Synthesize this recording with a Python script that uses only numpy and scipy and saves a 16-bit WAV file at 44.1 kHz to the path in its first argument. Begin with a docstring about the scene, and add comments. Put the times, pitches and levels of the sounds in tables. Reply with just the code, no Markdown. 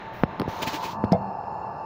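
"""Air seeps softly from a small portable espresso maker, handled close by over a kitchen counter.
The leak opens into a hissing jet, and coffee makes the stream sputter and gurgle in four spurts.
Before and after, the housing bumps and its plastic edges tick; a last firm knock pings a metal rim
and sets a hollow part ringing. A machine hums in the room throughout."""
import sys
import numpy as np
from scipy import signal
from scipy.fft import rfft, irfft, next_fast_len
from scipy.io import wavfile
from scipy.ndimage import map_coordinates

SR = 44100
rng = np.random.default_rng(int(sys.argv[2]) if len(sys.argv) > 2 else 0)


def wav_record(signal):
    """Record a signal, one row per channel, as 16-bit PCM in the file named by sys.argv[1]."""
    frames = np.transpose(np.atleast_2d(signal))
    bounded = np.clip(frames, -1, 1)
    # unit amplitude maps onto the largest positive 16-bit level
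    quanta = np.round(bounded * 32767).astype(np.int16)
    wavfile.write(sys.argv[1], SR, quanta)


N = 81585
T = np.arange(N) / SR


def amp(db):
    """Decibels to gain."""
    return 10 ** (np.asarray(db) / 20)


def unit(x):
    """Scaled to rms 1."""
    return x / np.sqrt(np.mean(x ** 2) + 1e-20)


def curves(rows):
    """One value per sample for each column after the time."""
    times, *columns = np.transpose(rows)
    return [np.interp(T, times, column) for column in columns]


def colour(points, hz):
    """Gain of (frequency [Hz], level [dB]) points on a log axis."""
    f, db = np.transpose(points)
    return amp(np.interp(np.log(hz + 1), np.log(f), db))


def filtered(x, response):
    """x through a complex frequency response."""
    size = next_fast_len(N + SR // 2)
    return irfft(rfft(x, size) * response(np.fft.rfftfreq(size, 1 / SR)), size)[:N]


def noise(points):
    """Coloured noise, rms 1."""
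    return unit(filtered(rng.standard_normal(N), lambda f: colour(points, f)))


def narrow(hz, width_hz):
    """Noise in one resonance, rms 1."""
    return unit(filtered(rng.standard_normal(N), lambda f: 1 / (1 + ((f - hz) / width_hz * 2) ** 2)))


def wobble(knots_per_s):
    """Smooth random curve."""
    return map_coordinates(rng.standard_normal(int(N * knots_per_s / SR) + 4), [T * knots_per_s])


def decay(start_s, t60_s):
    """Exponential decay from start_s."""
    return (T >= start_s) * np.exp(-np.log(1000) * np.maximum(T - start_s, 0) / t60_s)


def tone(hz, width_hz):
    """Sine wavering in pitch and level, rms 1."""
    gain = amp(2.37 * wobble(22))
    wavering_hz = hz + width_hz / 2 * wobble(44.86)
    return unit(gain * np.sin(2 * np.pi * np.cumsum(wavering_hz) / SR))


def hiss(flutter_db=1.5):
    """All that escapes; liquid makes the open stream flutter."""
    stream = opening() + jet() + spurts()
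    flutter = unit(amp(flutter_db * wobble(950)))
    return stream * flutter + leak() + fizz()


# jet flow: (time [s], level [dB])
JET_FLOW = [(.59, -63), (.62, -43), (.655, -44.5), (.70, -36), (.765, -43), (.795, -46.5), (.83, -41.5),
            (.88, -45), (.925, -43.5), (.955, -58.5), (.99, -79)]
# jet spectrum: (frequency [Hz], level [dB])
JET_SPECTRUM = [(300, -7), (1200, 7), (2500, 1.5), (4200, 3), (6000, -3), (7000, -6), (8300, -19),
                (12000, -21.5), (14000, -13), (15000, -5.5), (15500, -14)]

def jet():
    """Air and coffee rush through the open gap."""
    gate = (T > JET_FLOW[0][0]) * (T < JET_FLOW[-1][0])
    return amp(curves(JET_FLOW)[0]) * noise(JET_SPECTRUM) * gate


# surges: (crest time [s], level [dB], rise [s], fall [s], gurgle pitch [Hz], gurgle re spray [dB])
SURGES = [(0.629, -26.5, 0.0063, 0.0096, 615, -6.5), (0.679, -26.5, 0.0076, 0.0078, 240, -4),
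          (0.747, -31.5, 0.013, 0.019, 300, -8), (0.841, -34, 0.0073, 0.033, 384, -10)]
# spray spectrum: (frequency [Hz], level [dB])
SPRAY_SPECTRUM = [(40, -18), (70, 1.5), (180, 4), (420, 2.5), (620, -4.5), (1300, -5.5), (2600, 1),
                  (4000, -6.5), (6000, -10.5), (7200, -16.5), (8400, -24), (13500, -25.5), (15000, -14),
                  (15500, -8)]

def spurts():
    """Coffee surges out as spray with a narrow gurgle."""
    spray, out = noise(SPRAY_SPECTRUM), np.zeros(N)
    for crest_s, db, rise_s, fall_s, gurgle_hz, gurgle_db in SURGES:
        surge = amp(db) * np.exp(-.5 * ((T - crest_s) / np.where(T < crest_s, rise_s, fall_s)) ** 2)
        out += surge * (spray + amp(gurgle_db) * narrow(gurgle_hz, width_hz=76))
    return out


# flow as the gap opens: (time [s], level [dB])
GAP_FLOW = [(.474, -65), (.488, -43), (.54, -44.5), (.61, -42), (.64, -53)]
# gap resonances: (frequency [Hz], level [dB])
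GAP_SPECTRUM = [(300, -15), (1200, 5.5), (2500, -4), (3900, -1.5), (5100, -9.5), (6200, -6.5), (7500, -21),
                (8300, -33), (9300, -18), (10000, -30), (10700, -28), (11600, -19), (13300, -19),
                (14000, -16), (15100, -11.5)]

def opening(rise_per_s=.45):
    """Thin, whistly hiss; its resonances drift upward as the gap changes shape."""
    times = [s for s, db in GAP_FLOW]
    speed = np.clip(1 + rise_per_s * (T - np.mean(times)), .5, 2)
    gliding = map_coordinates(noise(GAP_SPECTRUM), [np.cumsum(speed)], order=5, mode="mirror")
    return amp(curves(GAP_FLOW)[0]) * gliding * (T > times[0]) * (T < times[-1])


# leak flow: (time [s], level [dB])
LEAK_FLOW = [(0, -43), (.12, -47), (.15, -44.5), (.23, -47), (.255, -52.5), (.31, -45.5), (.40, -48.5),
             (.47, -46), (.51, -45), (.9, -73), (1.0, -110)]
# leak spectrum: (frequency [Hz], level [dB])
LEAK_SPECTRUM = [(800, 3), (1700, 8.5), (2700, 0), (3300, -4.5), (4000, -4), (5000, -26), (6500, -22),
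                 (8000, -48.5), (13000, -36.5), (15200, -32.5)]

def leak():
    """Air seeps out softly."""
    return amp(curves(LEAK_FLOW)[0]) * noise(LEAK_SPECTRUM)


# sizzle spectrum: (frequency [Hz], level [dB])
FIZZ_SPECTRUM = [(2000, -13), (5500, -2.5), (8500, -24), (9500, -26), (11400, -9), (14000, -15), (15000, 3),
                 (15500, -1)]

def fizz(start_s=.14, end_s=.236, edge_s=.014, db=-56.5):
    """A thin first sizzle."""
    gate = np.clip(np.minimum(T - start_s, end_s - T) / edge_s + 1, 0, 1)
    return amp(db) * gate * noise(FIZZ_SPECTRUM)


# housing contacts: (time [s], peak [dB], contact time [s], body pitch [Hz], t60 [s])
HOUSING_CONTACTS = [(0.221, -32, 0.0037, 30, 0.11), (0.236, -1, 0.00019, 141, 0.027),
                    (0.2401, -13.5, 0.00054, 70, 0.022), (0.254, -31, 0.0017, 79, .03),
                    (0.399, -17.5, 0.00028, 225, 0.09), (.409, -13.5, 0.00029, 149.6, 0.039),
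                    (0.4203, -14, 0.00069, 376, 0.0093), (0.459, -24.5, 0.00079, 148, 0.016),
                    (.479, -16.5, 0.00044, 324, 0.01), (0.483, -23.5, 0.0017, 111, 0.027),
                    (1.04, -9, 0.00029, 189, 0.026), (1.048, -18, 0.0012, 105, 0.049),
                    (1.1205, -7, 0.00055, 183, 0.069), (1.147, -17, 0.0013, 138.8, 0.03)]

def bumps():
    """Each contact is one short push that rocks the heavily damped housing."""
    out = np.zeros(N)
    for start_s, db, contact_s, hz, t60_s in HOUSING_CONTACTS:
        width_hz = np.log(1000) / (np.pi * t60_s)
        push = lambda f: np.exp(-2 * np.pi * f * (contact_s + 1j * start_s))
        body = lambda f: f * f / (f * f - hz * hz - 1j * f * width_hz)
        bump = filtered(np.ones(1), lambda f: push(f) * body(f))
        out += amp(db) * bump / np.abs(bump).max()
    return out


# edge contacts: (time [s], peak [dB], low-pass corner [Hz], t60 [s], sparkle gain [dB])
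EDGE_CONTACTS = [(0.2374, -41.5, 13900, .002, -18), (0.2393, -21, 1800, 0.0053, -22),
                 (0.398, -18, 2000, 0.016, -21), (.399, -18, 14000, 0.005, 2),
                 (0.4175, -18, 1820, 0.0036, -20), (.420, -41, 9000, 0.073, 10),
                 (1.0438, -30.5, 4610, 0.023, -20), (1.0488, -38.5, 14200, .005, -9),
                 (1.1192, -22, 1500, 0.014, -19), (1.1237, -20.5, 4000, .004, 8),
                 (1.128, -29, 2500, 0.069, -9), (1.44, -43, 1800, 0.017, -17)]
# plastic response: (frequency [Hz], level [dB])
PLASTIC_SPECTRUM = [(300, -24), (1000, 8), (2500, 2.5), (5200, 5.5), (6200, -12.5), (8000, -24), (9300, -4),
                    (15500, -7)]

def ticks(grit_db=-19.5, sparkle_hz=15000, sparkle_width_hz=900):
    """Hard plastic edges touch: a snap and a short gritty crack."""
    out = np.zeros(N)
    for start_s, db, corner_hz, t60_s, sparkle_db in EDGE_CONTACTS:
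        snap = amp(grit_db) * rng.standard_normal(N) * decay(start_s, t60_s)
        snap[round(start_s * SR)] = 1
        sparkle = lambda f: amp(sparkle_db) / (1 + 2j * (f - sparkle_hz) / sparkle_width_hz)
        lowpass = lambda f: 1 / (1 + 1j * f / corner_hz) ** 2
        crack = filtered(snap, lambda f: (colour(PLASTIC_SPECTRUM, f) + sparkle(f)) * lowpass(f))
        out += amp(db) * crack / np.abs(crack).max()
    return out


# blows on the hollow part: (time [s], level [dB])
HOLLOW_BLOWS = [(1.1295, -14), (1.1425, -16)]
# its modes: (frequency [Hz], level re blow [dB], t60 [s])
HOLLOW_MODES = [(499.4, -5, 0.11), (552, -5.5, 0.044), (638, -4.5, 0.13), (680, -1.5, 0.1),
                (754, -2.5, 0.07), (842, -6.5, 0.12), (1152, -25.5, .066), (2140, -25.5, 0.092),
                (2375, -33, .08), (3520, -37.5, 0.081)]

def hollow_ring(attack_s=.0016):
    """The last knock rattles the hollow part into its modes."""
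    out = np.zeros(N)
    for start_s, blow_db in HOLLOW_BLOWS:
        age_s = np.maximum(T - start_s, 0)
        attack = 1 - np.exp(-age_s / attack_s)
        for hz, mode_db, t60_s in HOLLOW_MODES:
            envelope = amp(blow_db + mode_db + rng.normal(0, 1)) * decay(start_s, t60_s) * attack
            out += envelope * np.sin(2 * np.pi * (hz * age_s + rng.random()))
    return out


# metal rim modes: (frequency [Hz], level [dB], t60 [s])
RIM_MODES = [(5210, -30.5, 0.028), (4840, -23, 0.0066), (5900, -44, 0.009)]

def rim_ping(start_s=1.1236):
    """A metal rim touches during the last knock."""
    return sum(amp(db) * decay(start_s, t60_s) * np.sin(2 * np.pi * hz * (T - start_s))
               for hz, db, t60_s in RIM_MODES)


# hum swells: (time [s], rush level [dB], tone gain [dB])
HUM_LEVELS = [(0, -42, -57), (.08, -42.5, -38), (.2, -42.5, -49.5), (.4, -40.5, -44.5), (.6, -36.5, -36.5),
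              (.8, -39, -36), (.92, -41, -41.5), (.98, -39, -28.5), (1.06, -37, -40.5), (1.15, -37.5, -39),
              (1.35, -40, -38.5), (1.55, -38, -38), (1.85, -39, -39.5)]
# air rush spectrum: (frequency [Hz], level [dB])
RUSH_SPECTRUM = [(250, -22), (330, -4.5), (500, -4), (620, -1.5), (720, -2), (870, 0), (1000, -3),
                 (1170, -6), (1300, -11), (1600, -17.5), (1800, -23.5), (2200, -39.5), (2600, -25.5),
                 (3300, -52), (3900, -40), (5500, -43.5), (6500, -51.5), (8500, -59), (13500, -59),
                 (15000, -54.5)]
# hum tones: (frequency [Hz], relative level [dB], width [Hz])
HUM_LINES = [(889.4, -1, 14.7), (693, -11.5, 12.1), (1161, -13, 19.2), (1128, -28.5, 6.4),
             (1721, -21.5, 40)]
# casing resonances: (frequency [Hz], level at the final rush level [dB], width [Hz])
CASING_MODES = [(2715, -64.5, 97), (4337, -74, 110), (5173, -73, 370), (6820, -84.5, 130)]

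def hum(waver_db=2.5):
    """Fan-like machine: rushing air, wavering tones, casing resonances that follow the rush."""
    rush_db, tones_db = curves(HUM_LEVELS)
    tones = sum(amp(db) * tone(hz, width_hz) for hz, db, width_hz in HUM_LINES)
    casing = sum(amp(db + waver_db * wobble(14)) * narrow(hz, width_hz)
                 for hz, db, width_hz in CASING_MODES)
    rush = amp(rush_db) * noise(RUSH_SPECTRUM)
    return rush + amp(tones_db) * tones + amp(rush_db - rush_db[-1]) * casing


# whirr path: (time [s], centre [Hz], level [dB])
WHIRR_PATH = [(0, 907.5, -77), (.3, 926, -44), (.6, 955.3, -41.5), (.85, 966.5, -35), (1.05, 900, -36.5),
              (1.3, 780, -34), (1.5, 841.5, -38), (1.65, 815.5, -36), (1.85, 854, -42)]

def whirr(width_hz=182):
    """A broad resonance of the machine drifts in pitch."""
    hz, db = curves(WHIRR_PATH)
    phase = 2 * np.pi * np.cumsum(hz) / SR
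    return amp(db) * unit(narrow(0, width_hz) * np.sin(phase) + narrow(0, width_hz) * np.cos(phase))


# drone path: (time [s], pitch [Hz], level [dB])
DRONE_PATH = [(0, 181, -54.5), (.93, 188, -55), (.99, 212.9, -41), (1.1, 203.4, -37.5), (1.2, 193.6, -36.5),
              (1.28, 192.6, -40.5), (1.34, 190.5, -54.5), (1.85, 190, -54.5)]

def drone():
    """A low machine tone swells around the last knocks."""
    hz, db = curves(DRONE_PATH)
    return amp(db) * tone(hz, width_hz=11.8)


# room bass: (time [s], level [dB])
BASS_LEVELS = [(0, -48.5), (.2, -43.5), (.35, -40.5), (.8, -48), (1.0, -41.5), (1.2, -37), (1.35, -45.5),
               (1.85, -46)]
# its spectrum: (frequency [Hz], level [dB])
BASS_SPECTRUM = [(20, -26), (50, -15.5), (80, -5), (110, -0.5), (160, -0.5), (200, -2.5), (260, -8),
                 (400, -15.5), (800, -34), (2000, -81)]

def rumble():
    """Room bass swells and settles."""
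    return amp(curves(BASS_LEVELS)[0]) * noise(BASS_SPECTRUM)


def room(x, db=-38.5, delay_s=.0085, t60_s=.1, corner_hz=2500):
    """The short tail of a small kitchen."""
    reflections = rng.standard_normal(N) * decay(delay_s, t60_s)
    tail = filtered(reflections, lambda f: 1 / (1 + 1j * f / corner_hz))
    return amp(db) * signal.fftconvolve(x, tail / np.linalg.norm(tail))[:N]


def scene():
    """Hiss, handling noises and machine, in mono."""
    knocks = bumps() + ticks() + hollow_ring() + rim_ping()
    return (hiss() + knocks + room(knocks) + hum() + whirr() + drone() + rumble())[None]


TOP_HZ = 15600

def record(dry):
    """Steep low-pass at the band limit."""
    return filtered(dry[0], lambda f: 1 / (1 + (f / TOP_HZ) ** 160))[None]


dry = scene()
out = record(dry)
wav_record(out)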